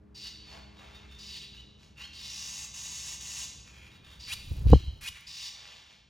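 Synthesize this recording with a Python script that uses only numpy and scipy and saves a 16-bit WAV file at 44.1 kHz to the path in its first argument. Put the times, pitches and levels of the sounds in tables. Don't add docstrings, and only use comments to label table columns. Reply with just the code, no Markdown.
import sys
import numpy as np
from scipy import signal
from scipy.fft import rfft, irfft, next_fast_len
from scipy.io import wavfile
from scipy.ndimage import uniform_filter1d, map_coordinates

SR = 44100
rng = np.random.default_rng(int(sys.argv[2]) if len(sys.argv) > 2 else 0)


def unload_wav(signal):
    wavfile.write(
        sys.argv[1],
        SR,
        np.round(np.clip(np.atleast_2d(signal).T, -1, 1) * 32767).astype(np.int16),
    )


N = 268569

# [f/Hz, relative level/dB]
SOFT_CALL_COLOUR = [(300, -23.5), (1000, 1), (1600, 3.5), (3000, -0.5), (4200, -3), (5300, -4.5),
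                    (7300, -9), (8700, -13), (11500, -11.5), (15500, -17)]

FADE_DB = 17.5
RASP_ROUGH = .92


def from_db(db):
    return 10 ** (np.asarray(db) / 20)


def rms_one(x):
    return x / np.sqrt(np.mean(x ** 2) + 1e-20)


def at_hz(points, hz):
    known_hz, values = np.transpose(points)
    return np.interp(np.log(np.maximum(hz, 1)), np.log(np.maximum(known_hz, 1)), values)


def coloured(x, spectrum):
    size = next_fast_len(2 * len(x))
    gain = from_db(at_hz(spectrum, np.fft.rfftfreq(size, 1 / SR)))
    return irfft(rfft(x, size) * gain, size)[:len(x)]


def filtered(x, order, edges_hz, kind):
    return signal.sosfilt(signal.butter(order, edges_hz, kind, fs=SR, output="sos"), x)


def drift(rate, size):
    knots = np.arange(size) * rate / SR
    return map_coordinates(rng.standard_normal(int(knots[-1]) + 2), [knots], order=3, mode="nearest")


def bell(t, centre, half_length):
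    return np.exp(-np.minimum(((t - centre) / half_length) ** 2, 50))


def resonance(x, centre_hz, width_hz):
    out, state = np.zeros(len(x)), np.zeros(2)
    centre_hz = np.broadcast_to(centre_hz, len(x))
    radius = np.broadcast_to(np.exp(-np.pi * width_hz / SR), len(x))
    for i in range(0, len(x), 64):
        r = radius[i]
        zeros = [(1 - r * r) / 2, 0, (r * r - 1) / 2]
        poles = [1, -2 * r * np.cos(2 * np.pi * centre_hz[i] / SR), r * r]
        out[i:i + 64], state = signal.lfilter(zeros, poles, x[i:i + 64], zi=state)
    return out


def outdoors(t, waver=0.0049, motor_hz=102.7):
    # [f/Hz, relative level/dB]
    rumble_colour = [(20, -24.5), (40, -12.5), (63, 7), (90, -3), (130, -2.5), (220, -12), (350, -17.5),
                     (700, -24.5), (1500, -29), (4000, -43.5), (8000, -53), (15000, -59.5)]
    # [t/s, level/dB]
    rumble_levels = [(0, -57), (.7, -56), (1.8, -57), (3.9, -54.5), (5.05, -56), (5.17, -61.5),
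                     (6.09, -65.5)]
    # [multiple of motor_hz, level/dB, steady until t/s, then fading/dB per s]
    motor_orders = [(2, -63.5, 1, 3.03), (3, -69.5, 0.93, 9.8), (4, -71.5, 1.3, 11)]
    rumble = rms_one(coloured(rng.standard_normal(N), rumble_colour))
    rumble = rumble * from_db(np.interp(t, *np.transpose(rumble_levels)))
    phase = 2 * np.pi * np.cumsum(motor_hz * (1 + waver * drift(5.4, N))) / SR
    hum = np.zeros(N)
    for multiple, db, until, fade in motor_orders:
        level_db = db - fade * np.maximum(t - until, 0) + 1.1 * drift(9.8, N)
        hum += from_db(level_db) * np.sin(round(multiple) * phase)
    return rumble + np.sqrt(2) * hum


def draught(t, peak_s=4.686, peak_db=-31, rise_db_per_s=64, fall_db_per_s=65.5, lumpy_db=4.0):
    # [f/Hz, relative level/dB]
    draught_colour = [(20, -10.5), (55, 2.5), (110, -3), (200, -19.5), (500, -34), (1200, -44), (4000, -65)]
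    level_db = peak_db - np.maximum(rise_db_per_s * (peak_s - t), fall_db_per_s * (t - peak_s))
    lumps = rng.standard_normal(N) * from_db(lumpy_db * drift(90, N))
    return from_db(level_db) * rms_one(coloured(lumps, draught_colour))


def gust(t, shrink=0.93, lag_s=.0001, unlike=0.3):
    # [t/s, level/dB, half length/s, slope of the smaller eddies/dB per octave]
    puffs = [(4.518, -27, .013, -6), (4.669, -15.5, 0.019, -8), (4.704, -19.5, 0.027, -5),
             (4.734, -10, .025, 1.1), (4.757, -15.5, 0.02, -6), (4.884, -27.5, 0.019, -14)]
    # [f/Hz, level/dB]
    eddies = [(42, -9.5), (69, 1), (92, -5), (135, -3.5), (200, -5.5), (290, -4.5), (470, -1.5), (790, -9),
              (1020, -11)]
    out = np.zeros((2, N))
    for s, db, half_length, slope_db in puffs:
        near = abs(t - s) < 4 * half_length
        port_time = t[near] - s - np.array([[0], [lag_s]])
        for hz, eddy_db in eddies:
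            quickness = max(hz / eddies[1][0], 1)
            start = 2 * np.pi * rng.random() + unlike * rng.standard_normal((2, 1))
            swing = np.sin(2 * np.pi * hz * port_time + start)
            swell = bell(t[near], s, half_length / quickness ** shrink)
            out[:, near] += from_db(db + eddy_db + slope_db * np.log2(quickness)) * swell * swing
    return out


def feathers(t, grain_db=2.5, focus_db=7):
    # [t/s, half length/s, level/dB, focus f/Hz]
    strokes = [(0.562, 0.052, -55.5, 540), (0.506, 0.081, -58, 2560), (0.837, 0.1, -61, 786),
               (0.95, 0.18, -60, 2110), (1.843, 0.058, -63, 4940), (4.549, 0.088, -62, 4850),
               (5.573, 0.054, -57, 3450), (5.712, .11, -52.5, 3200), (5.926, 0.067, -60, 3300)]
    # [f/Hz, relative level/dB]
    feather_colour = [(200, -15), (500, -0.5), (900, 2.5), (1500, -1.5), (3000, 1.5), (5000, -4.5),
                      (7500, -11), (8800, -20.5), (11500, -17), (15500, -24.5)]
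    grain = rng.standard_normal(N) * from_db(grain_db * drift(400, N))
    swish = coloured(grain, feather_colour)
    out = np.zeros(N)
    for s, half_length, level_db, hz in strokes:
        focus = filtered(swish, 1, [hz / 1.5, min(hz * 2.0, SR / 2 - 1)], "band")
        out += from_db(level_db) * bell(t, s, half_length) * rms_one(swish + from_db(focus_db) * focus)
    return out


def scrabble(t, centre_s=4.574, half_length_s=0.29, level_db=-61.5, scratches_per_s=900, low_hz=7500):
    grit = rng.standard_normal(N) * (rng.random(N) < scratches_per_s / SR) + 1e-18
    grit = filtered(grit, 2, low_hz, "high")
    return from_db(level_db) * bell(t, centre_s, half_length_s) * rms_one(grit)


def claws(t, decay_s=0.00099, low_hz=4000, trim_db=-5.5):
    # [t/s, level before the trim/dB]
    ticks = [(4.702, -30), (5.039, -34), (5.209, -41)]
    crack = rms_one(filtered(rng.standard_normal(N), 2, low_hz, "high"))
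    strength = np.zeros(N)
    for s, db in ticks:
        decay = np.exp(-np.minimum(abs(t - s) / decay_s, 20))
        strength += from_db(db + trim_db) * (t >= s) * decay
    return crack * strength


def call(rows, colour, tone_db, tone_low_hz, throat_width_hz, throat_db, windpipe_db, jitter, flutter_db):
    rows = np.array(rows)
    span = np.arange(int(rows[0, 0] * SR), int(rows[-1, 0] * SR))
    level_db, pitch_hz, throat_hz, rough = [np.interp(span / SR, rows[:, 0], c) for c in rows[:, 1:].T]
    rough, size = np.clip(rough, .1, 1), len(span)
    unsteady_hz = pitch_hz * (1 + jitter * np.sqrt(rough) * drift(900, size))
    phase = 2 * np.pi * np.cumsum(unsteady_hz) / SR
    pulses = sum(np.cos(k * phase + k * k) for k in np.arange(1, 15))
    pulses = rms_one(filtered(pulses, 3, [tone_low_hz, 7600], "band"))
    hiss = rms_one(rng.standard_normal(size) * (1 + 0.32 * np.cos(phase)))
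    tone = from_db(tone_db) * np.sqrt(1 - rough) * pulses
    source = coloured(tone + np.sqrt(rough) * hiss, colour)
    throat = resonance(source, throat_hz, throat_width_hz * rough) / np.sqrt(rough)
    windpipe = (1 - rough) * resonance(source, 3006, 270)
    voice = source + from_db(throat_db) * throat + from_db(windpipe_db) * windpipe
    voice /= np.sqrt(uniform_filter1d(voice ** 2, size=300) + 1e-12)
    out = np.zeros(N)
    out[span] = voice * from_db(level_db + flutter_db * drift(220, size))
    return out


def whimper_shape(start, length, level_db, *voice, attack_s=.026, release_s=0.024):
    end = start + length
    return [(start - attack_s, level_db - FADE_DB, *voice),
            (start, level_db, *voice),
            (end, level_db, *voice),
            (end + release_s, level_db - FADE_DB, *voice)]


def whimpers():
    # [start t/s, length/s, level before the trim/dB, pitch f/Hz, throat resonance f/Hz, roughness 0-1]
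    whimper_rows = [ (0.249, 0.027, -47, 980, 2880, 0.3), (.475, 0.07, -54.5, 890, 4500, 0.21),
                    (0.787, .025, -58, 936, 3700, 0.36), (0.946, 0.021, -54.5, 919, 3650, 0.4),
                    (1.113, 0.11, -57.5, 905, 3600, 0.47), (1.984, 0.039, -48.5, 925, 2670, 0.47),
                    (3.659, 0.047, -58.5, 863, 2600, 0.65), (3.744, .135, -56.5, 811, 2420, 0.57),
                    (3.912, .055, -59, 935, 3750, 0.7), (4.05, 0.11, -56.5, 919, 3400, 0.7),
                    (5.164, 0.0075, -48, 777, 2190, 0.84)]
    calls = [call(whimper_shape(*row), SOFT_CALL_COLOUR, tone_db=-5, tone_low_hz=2400, throat_width_hz=590,
                  throat_db=7.5, windpipe_db=9.5, jitter=0.029, flutter_db=2.5) for row in whimper_rows]
    return from_db(-1.5) * sum(calls)


def sweep_shape(start, length, first_db, peak_db, low_hz, top_hz, first_hz, last_hz, sweep_s):
    attack_s, release_s, swell_db = .005, .008, 3.5
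    clearing_rough, whistle_rough = .3, .17
    midway = .65
    end, flat_hz = start + length, low_hz * (1 - .04)
    midway_hz = low_hz + midway * (top_hz - low_hz)
    midway_throat_hz = first_hz + midway * (last_hz - first_hz)
    return [(start - attack_s, first_db - FADE_DB, flat_hz, first_hz, RASP_ROUGH),
            (start, first_db, flat_hz, first_hz, RASP_ROUGH),
            (end - sweep_s, peak_db - swell_db, low_hz, first_hz, clearing_rough),
            (end - sweep_s / 2, peak_db, midway_hz, midway_throat_hz, whistle_rough),
            (end, peak_db, top_hz, last_hz, whistle_rough),
            (end + release_s, peak_db - FADE_DB, top_hz, last_hz, RASP_ROUGH)]


def chirps():
    # [start t/s, length/s, first level and peak level before the trim/dB, low pitch f/Hz,
    # top pitch f/Hz, first throat resonance f/Hz, last throat resonance f/Hz, sweep/s]
    chirp_rows = [ (1.539, 0.069, -59, -47.5, 923, 1005, 3650, 3900, 0.041),
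                  (1.995, .06, -51.5, -40.5, 965, 1082, 4080, 4460, .026),
                  (4.672, .079, -49, -37.5, 984, 1067, 4050, 4100, .02)]
    calls = [call(sweep_shape(*row), SOFT_CALL_COLOUR, tone_db=-4.5, tone_low_hz=2700, throat_width_hz=1000,
                  throat_db=6, windpipe_db=16, jitter=.026, flutter_db=2.1) for row in chirp_rows]
    return from_db(-4.0) * sum(calls)


def squeaks():
    # [start t/s, length/s, first level and peak level before the trim/dB, low pitch f/Hz,
    # top pitch f/Hz, first throat resonance f/Hz, last throat resonance f/Hz, sweep/s]
    squeak_rows = [ (4.275, .063, -47.5, -31.5, 810, 1025, 2405, 3735, 0.022),
                   (5.012, .076, -48, -33, 839, 1004, 2400, 3400, .017)]
    # [f/Hz, relative level/dB]
    squeak_colour = [(300, -24.5), (900, -3.5), (1600, -2), (2600, -3.5), (4200, -2.5), (5500, -1.5),
                     (7300, -3.5), (8700, -0.5), (11500, -1.5), (15500, -11.5)]
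    calls = [call(sweep_shape(*row), squeak_colour, tone_db=-8, tone_low_hz=2200, throat_width_hz=1200,
                  throat_db=12.0, windpipe_db=0, jitter=0.0093, flutter_db=0.5) for row in squeak_rows]
    return from_db(-2.0) * sum(calls)


def screech_shape(start, length, first_db, last_db, pitch_hz, first_hz, last_hz, rough):
    attack_s, release_s = .006, .035
    sharp_hz, first_rough = pitch_hz * (1 + .04), rough * 0.77
    end = start + length
    return [(start - attack_s, first_db - FADE_DB, sharp_hz, first_hz, first_rough),
            (start, first_db, sharp_hz, first_hz, first_rough),
            (start + length / 2, (first_db + last_db) / 2, pitch_hz, (first_hz + last_hz) / 2, rough),
            (end, last_db, pitch_hz, last_hz, rough),
            (end + release_s, last_db - FADE_DB, pitch_hz, last_hz, RASP_ROUGH)]


def screeches():
    # [start t/s, length/s, first level and last level before the trim/dB, pitch f/Hz,
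    # first throat resonance f/Hz, last throat resonance f/Hz, roughness 0-1]
    screech_rows = [ (.151, 0.134, -49.5, -42, 908, 4840, 4400, 0.56),
                    (1.189, 0.19, -49.5, -41.5, 929, 5000, 4100, 0.71),
                    (1.409, 0.034, -49.5, -45.5, 996, 3630, 3480, 1),
                    (2.134, 0.15, -50, -41.5, 928, 4640, 5050, 0.95),
                    (2.30, 0.35, -42, -41.5, 950, 5500, 6800, 0.86),
                    (2.742, 0.4, -42, -40.5, 959, 6400, 6600, 0.87),
                    (3.207, .235, -43, -38, 951, 6600, 6500, 0.92),
                    (4.199, 0.1, -49, -42, 920, 4800, 4460, 0.54),
                    (5.271, 0.21, -45.5, -40, 922, 4870, 5170, 0.83)]
    # [f/Hz, relative level/dB]
    screech_colour = [(300, -22.5), (650, -9.5), (1050, -2), (1500, -5.5), (2600, 3.5), (3700, 2.5),
                      (4300, -1.5), (5700, -4.5), (7700, -7), (8500, -7), (11500, -10.5), (15500, -10)]
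    calls = [call(screech_shape(*row), screech_colour, tone_db=-11, tone_low_hz=4070, throat_width_hz=1800,
                  throat_db=17.0, windpipe_db=5, jitter=.022, flutter_db=1.3) for row in screech_rows]
    return from_db(-2.0) * sum(calls)


def wall(x, lag_s=0.001063, echo_db=-12):
    late = np.interp(np.arange(N) - lag_s * SR, np.arange(N), x)
    return (x + from_db(echo_db) * late) / np.sqrt(1 + from_db(echo_db) ** 2)


def roof(x, gap_s=0.0053):
    # [f/Hz, t/s]
    roof_t60 = [(300, 1), (1000, 0.78), (3000, 1), (6000, 0.86), (10000, 0.53), (16000, 0.4)]
    t, edges = np.arange(SR) / SR, np.geomspace(200, 18000, 11)
    tail = np.zeros(SR)
    for low, high in zip(edges, edges[1:]):
        band = filtered(rng.standard_normal(SR), 2, [low, high], "band")
        tail += band * 1000 ** (-t / at_hz(roof_t60, np.sqrt(low * high)))
    tail *= t > gap_s
    return signal.fftconvolve(x, tail / np.sqrt(np.sum(tail ** 2)))[:N]


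def two_ports(x):
    # [f/Hz, side level/dB]
    side_width = [(60, -23.5), (200, -11), (700, 0.5), (1300, -4.5), (2400, -42), (4400, -13),
                  (8000, -32.5), (15000, -8)]
    # [f/Hz, phase/rad]
    port_phase = [(0, 0.5), (2330, -0.5), (3010, 1), (5860, -0.0), (7750, -0.45), (8100, 1.87), (8870, 2),
                  (9560, 1.5), (10400, 0.7), (11600, 0.5), (12700, -3.5), (14100, -1.5), (15200, -4.5),
                  (15400, -5.5)]
    scatter = irfft(np.exp(2j * np.pi * rng.random(513)))
    side = coloured(signal.fftconvolve(x, scatter)[:N], side_width)
    size = next_fast_len(2 * N)
    turn = np.exp(.5j * at_hz(port_phase, np.fft.rfftfreq(size, 1 / SR)))
    left = irfft(rfft(x + side, size) * turn, size)
    right = irfft(rfft(x - side, size) / turn, size)
    return np.array([left, right])[:, :N]


def scene():
    t = np.arange(N) / SR
    begging = wall(screeches()) + feathers(t)
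    soft = chirps() + whimpers()
    sharp = squeaks() + claws(t) + scrabble(t)
    echo = roof(from_db(-4) * begging + from_db(-3.5) * soft + from_db(-10) * sharp)
    return two_ports(begging + soft + sharp + echo + outdoors(t) + draught(t)) + gust(t)


def record(dry, ceiling=.85, cutoff_hz=15850):
    rounded = dry / (1 + (dry / ceiling) ** 6) ** (1 / 6)
    return signal.sosfilt(signal.ellip(10, .1, 80, cutoff_hz, fs=SR, output="sos"), rounded)


dry = scene()
out = record(dry)
unload_wav(out)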